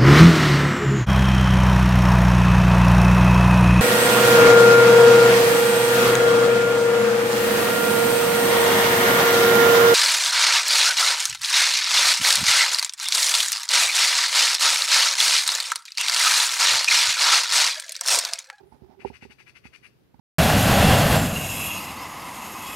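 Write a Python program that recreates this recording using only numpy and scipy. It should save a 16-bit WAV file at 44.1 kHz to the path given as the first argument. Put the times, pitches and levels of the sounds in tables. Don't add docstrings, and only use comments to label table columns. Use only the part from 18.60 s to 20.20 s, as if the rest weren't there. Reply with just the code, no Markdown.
import sys
import numpy as np
from scipy import signal
from scipy.fft import rfft, irfft, next_fast_len
from scipy.io import wavfile
from scipy.ndimage import map_coordinates

SR = 44100
rng = np.random.default_rng(int(sys.argv[2]) if len(sys.argv) > 2 else 0)


def log_audio(samples):
    frames = np.atleast_2d(samples).T
    limited = np.clip(frames, -1, 1)
    pcm = np.round(limited * 32767).astype(np.int16)
    wavfile.write(sys.argv[1], SR, pcm)


N = 70560


def amp(db):
    return 10 ** (np.asarray(db) / 20)


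def unit(x):
    return x / np.sqrt(np.mean(x ** 2) + 1e-20)


def along(points, hz):
    freqs, values = np.transpose(points)
    return np.interp(np.log(hz + 1), np.log(freqs + 1), values)


def clock():
    return np.arange(N) / SR


def wobble(rate):
    return map_coordinates(rng.standard_normal(N // 8), [clock() * rate], mode="wrap")


def coloured(x, spectrum):
    size = 2 * next_fast_len(N)
    gain = amp(along(spectrum, np.fft.rfftfreq(size, 1 / SR)))
    cepstrum = irfft(np.log(gain))
    cepstrum[1:size // 2] *= 2
    cepstrum[size // 2 + 1:] = 0
    return irfft(rfft(x, size) * np.exp(rfft(cepstrum)))[:N]


def noise(spectrum):
    return unit(coloured(rng.standard_normal(N), spectrum))


def swell(middle, length, edge_db=-13):
    position = 2 * (clock() - middle) / length
    curve = np.where(position < 0, 3, 2.06)
    return amp(edge_db * np.abs(position) ** curve)


def air():
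    # frequency in Hz, level in dB.
    left_tone = [(25, -17), (45, 10), (65, 0), (130, 5), (220, -2), (400, -7.5), (600, -10), (950, -17.5),
                 (1300, -17), (2500, -20), (5000, -25.5), (8000, -33), (10000, -28), (13000, -28.5),
                 (15500, -32)]
    right_tone = [(25, 5.5), (45, -5), (70, 3), (130, 6.5), (250, -2.5), (400, 1.5), (540, -10.5),
                  (850, -14.5), (1200, -15), (2500, -21.5), (5000, -27), (8000, -36.5), (10800, -34.5),
                  (12500, -28.5), (15500, -32)]
    left = amp(-62 + 0.97 * wobble(9.9)) * noise(left_tone)
    right = amp(-60 + 0.27 * wobble(8.7)) * noise(right_tone)
    return np.array([left, right])


def rubbing():
    # middle and length in seconds, scrape and groan levels in dB.
    strokes = [(0.011, 0.026, -51.5, -50), (.038, 0.02, -53.5, -44.5), (0.072, .045, -61.5, -50.5),
               (0.141, 0.064, -51.5, -70), (0.182, 0.1, -59, -67.5), (0.246, 0.063, -56, -47),
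               (0.319, 0.086, -50.5, -58.5), (0.388, 0.032, -61.5, -46.5), (.43, 0.034, -50, -50),
               (0.53, 0.049, -54.5, -60), (0.716, 0.074, -62, -64.5), (0.81, 0.018, -56.5, -58)]
    # frequency in Hz, level in dB.
    scrape_tone = [(50, 5), (130, -6.5), (250, 1), (310, -2), (400, -2), (520, -12), (690, -2), (790, 0.5),
                   (850, 4), (920, -2.5), (1050, -13), (1600, -19), (2200, -22), (3000, -26.5), (4200, -27),
                   (5200, -26.5), (6500, -34.5), (9000, -50), (15000, -40)]
    grains = rng.standard_normal(N) * amp(2.5 * wobble(300))
    scrape = unit(coloured(grains, scrape_tone))
    groan_hz = 385 + 14.14 * wobble(52)
    groan = unit(np.sin(2 * np.pi * np.cumsum(groan_hz) / SR))
    return sum(swell(middle, length) * (amp(scrape_db) * scrape + amp(groan_db) * groan)
               for middle, length, scrape_db, groan_db in strokes)


def whistle():
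    # time in seconds, pitch in Hz, level in dB.
    path = [(.055, 9900, -90), (.07, 9700, -73), (.087, 10070, -83), (.099, 10140, -74),
            (0.116, 10940, -77), (0.133, 10500, -70.5), (.152, 9870, -76), (.175, 9450, -77.5),
            (.205, 9700, -84)]
    times, hz, db = np.transpose(path)
    wavering_hz = np.interp(clock(), times, hz) + 173 * wobble(550)
    phase = 2 * np.pi * np.cumsum(wavering_hz) / SR
    voices = np.sin(phase) + amp(-9) * np.sin(0.76 * phase)
    flicker = amp(wobble(200))
    return np.interp(clock(), times, amp(db), left=0, right=0) * unit(voices * flicker)


def struck(t, fade, rise):
    return np.exp(-np.log(1000) * t / fade) * (1 - np.exp(-t / rise)) ** 3


def knocks():
    # start in seconds, level in dB, then boosts in dB for thump, thud,
    # ring and clack, and last the tick's own level in dB.
    hits = [(0.122, -38, -6, -4, -32, 3, -52.5), (0.156, -46, -1, -20, 1, -3, -72),
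            (0.2197, -42.5, 9.5, 0.5, 4, -10, -64), (0.235, -61, -1, 4, 3, -10, -76),
            (0.293, -48.5, -3, 11, -18, -5, -70), (0.392, -38.5, -15, -0.5, -4, -9, -91),
            (0.447, -19.5, -8, -6, 3.5, 5, -49), (.470, -44, -9, 4, 3, 6.5, -72),
            (.500, -30, -4, 0, -4.5, 0, -66), (0.624, -39, 2.5, 2, -2, 2, -47),
            (0.65, -35, -5.5, 1, 0, -2, -62), (0.696, -43, -19, 6, 0, -23, -72),
            (1.052, -43.5, 8, 6.5, -8, 4.5, -47), (1.542, -45, 4, 3, -21, 4, -53.5),
            (1.592, -44.5, 8, -4, -19, 3.5, -53.5)]
    # pitch in Hz, level in dB, seconds to fade 60 dB, rise in seconds.
    resonances = [(76, -13.5, 0.18, 0.0062), (117.8, -3, 0.041, 0.00048), (176.7, 1.5, 0.032, 0.003),
                  (226, -1, 0.034, 0.00094), (395.2, 0, 0.054, 0.0025), (479, 4, .026, 0.0028),
                  (819.6, 6, 0.016, 0.0048), (880, 13, 0.013, 0.0032), (865, -5.5, 0.0099, 0.0023),
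                  (1590, -31, 0.023, 0.0016)]
    # frequency in Hz, level in dB.
    tick_tone = [(200, -26), (600, 5), (830, 9.5), (1100, 7), (1600, 0.5), (2200, -0.5), (3200, -14),
                 (5000, -6.5), (8000, -24), (15000, -27)]
    hollows = [(200, -0.5), (260, 0.5), (315, -5.5), (370, 0.5), (480, -0.5), (630, -2.5), (800, 3),
               (980, -0.5), (1180, -7), (1500, 2.5), (3000, 1)]
    out, tick = np.zeros(N), noise(tick_tone)
    for start, db, thump, thud, ring, clack, tick_db in hits:
        t = np.maximum(clock() - start, 0)
        balance = [(130, thump), (243, thud), (390, ring), (800, clack)]  # Hz, dB
        for hz, resonance_db, fade, rise in resonances:
            gain = 2 * amp(db + resonance_db + along(balance, hz))
            out += gain * struck(t, fade, rise) * np.sin(2 * np.pi * hz * t)
        out += amp(tick_db) * tick * struck(t, fade=0.035, rise=0.00096)
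    return coloured(out, hollows)


def voice_box():
    pulse_hz, jitter_cycles, size_scatter_db = 795.3, 0.22, 2.5
    flutter_hz, flutter_db, noise_share = 118, -1.3, 0.44
    cycles = np.cumsum(pulse_hz * (1 + 0.12 * wobble(60))) / SR
    timing, size = rng.standard_normal((int(cycles[-1]), 2)).T
    pulse_samples = np.interp(np.arange(len(timing)) + jitter_cycles * timing, cycles, np.arange(N))
    pulses = np.bincount(pulse_samples.astype(int), amp(size_scatter_db * size), N)
    puffs = rng.standard_normal(N) * (1 + np.cos(2 * np.pi * cycles))
    rasp = np.sqrt(1 - noise_share) * unit(pulses) + np.sqrt(noise_share) * unit(puffs)
    flutter = np.sin(2 * np.pi * np.cumsum(flutter_hz * (1 + 0.282 * wobble(64))) / SR)
    return rasp * amp(flutter_db * flutter)


def magpie():
    # middle and length in seconds, level in dB, then boosts in dB for the
    notes = [(0.414, 0.044, -49.5, 0, 3), (0.472, 0.055, -47, 1.5, 9), (0.555, 0.05, -46.5, 2.5, -7),
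             (0.634, 0.048, -46, 1, -3), (0.716, 0.036, -46.5, 2.5, 4), (0.806, 0.05, -48, 1.5, 6),
             (.885, 0.046, -47.5, 2, 7), (0.967, 0.039, -46, 1, 9), (1.059, 0.041, -45, 0, 9.5),
             (1.149, .046, -46, 2.5, 11), (1.253, 0.049, -46, 0.5, 13)]
    # frequency in Hz, level in dB.
    throat_tone = [(500, -46), (750, -15.5), (950, -16), (1250, -12.5), (1650, -6), (2000, 0), (2250, -1),
                   (2560, 0.5), (2850, -2.5), (3150, -15), (3700, -31.5), (6000, -56)]
    ring_tone = [(1500, -43), (1950, -2), (2220, -1), (2380, 5), (2560, 7), (2820, -7), (3100, -16),
                 (3600, -48), (6000, -61)]
    overtones = [(2500, -40.5), (3300, -1), (3800, -7.5), (4600, 0.5), (5300, -5), (6100, -5), (7200, -15),
                 (8400, -11), (9600, -12.5), (11000, -28.5), (11800, -14.5), (12600, -24), (15500, -35)]
    top_tone = [(6000, -32.5), (8600, -17.5), (9250, 5.5), (9550, -8), (9800, 0), (10100, -6),
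                (10700, -12.5), (15000, -39)]
    beak_lag_s = 0.0069
    source = voice_box()
    effort = ring = bright = top = 0
    for middle, length, db, bright_db, top_db in notes:
        opening = swell(middle + beak_lag_s, length) ** 0.55
        effort += amp(db) * swell(middle, length)
        ring += amp(db - 5.5) * swell(middle + beak_lag_s, 0.44 * length)
        bright += amp(db + bright_db - 13.5) * opening
        top += amp(db + top_db - 33) * opening
    layers = [(effort, throat_tone), (ring, ring_tone), (bright, overtones), (top, top_tone)]
    return sum(level * unit(coloured(source, tone)) for level, tone in layers)


def stems(x, count=8):
    distance, flip = rng.random((count, 2)).T
    delays_s = 0.000979 + 0.014 * distance
    echoes = np.bincount((SR * delays_s).astype(int), np.sign(flip - 0.5))
    return signal.fftconvolve(x, echoes / np.sqrt(count))[:N]


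def reeds(x):
    # frequency in Hz, seconds to fade 60 dB.
    fade_times = [(500, 0.29), (2100, 0.22), (2600, 0.29), (3300, 0.45), (6000, 0.57), (12000, 0.16)]
    hz, t, bands = signal.stft(rng.standard_normal(SR // 2), SR, nperseg=256)
    fading = amp(-60 * t / along(fade_times, hz)[:, None])
    tail = signal.istft(bands * fading, SR)[1]
    return signal.fftconvolve(x, tail / np.linalg.norm(tail))[:N]


def scene():
    # frequency in Hz, gain in dB.
    shadow = [(800, -19), (1500, -6.5), (2000, -12.5), (2500, -45), (3300, -20), (4500, -17.5), (7000, -20),
              (9500, -49), (14000, -51)]
    call, handling = magpie(), knocks() + rubbing()
    bird = call + amp(-12.5) * stems(call)
    left = bird + amp(-11) * reeds(bird) + amp(-36.5) * handling
    right = coloured(bird, shadow) + amp(-27.5) * reeds(bird) + handling
    return np.array([left, right]) + air() + whistle() * amp([[0], [-33]])


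def record(dry):
    low_cut_hz, top_hz = 56.6, 15700
    thinned = signal.sosfilt(signal.butter(6, low_cut_hz, "high", fs=SR, output="sos"), dry)
    size = 2 * next_fast_len(N)
    in_band = np.fft.rfftfreq(size, 1 / SR) < top_hz
    return irfft(rfft(thinned, size) * in_band, size)[:, :N]


dry = scene()
out = record(dry)
log_audio(out)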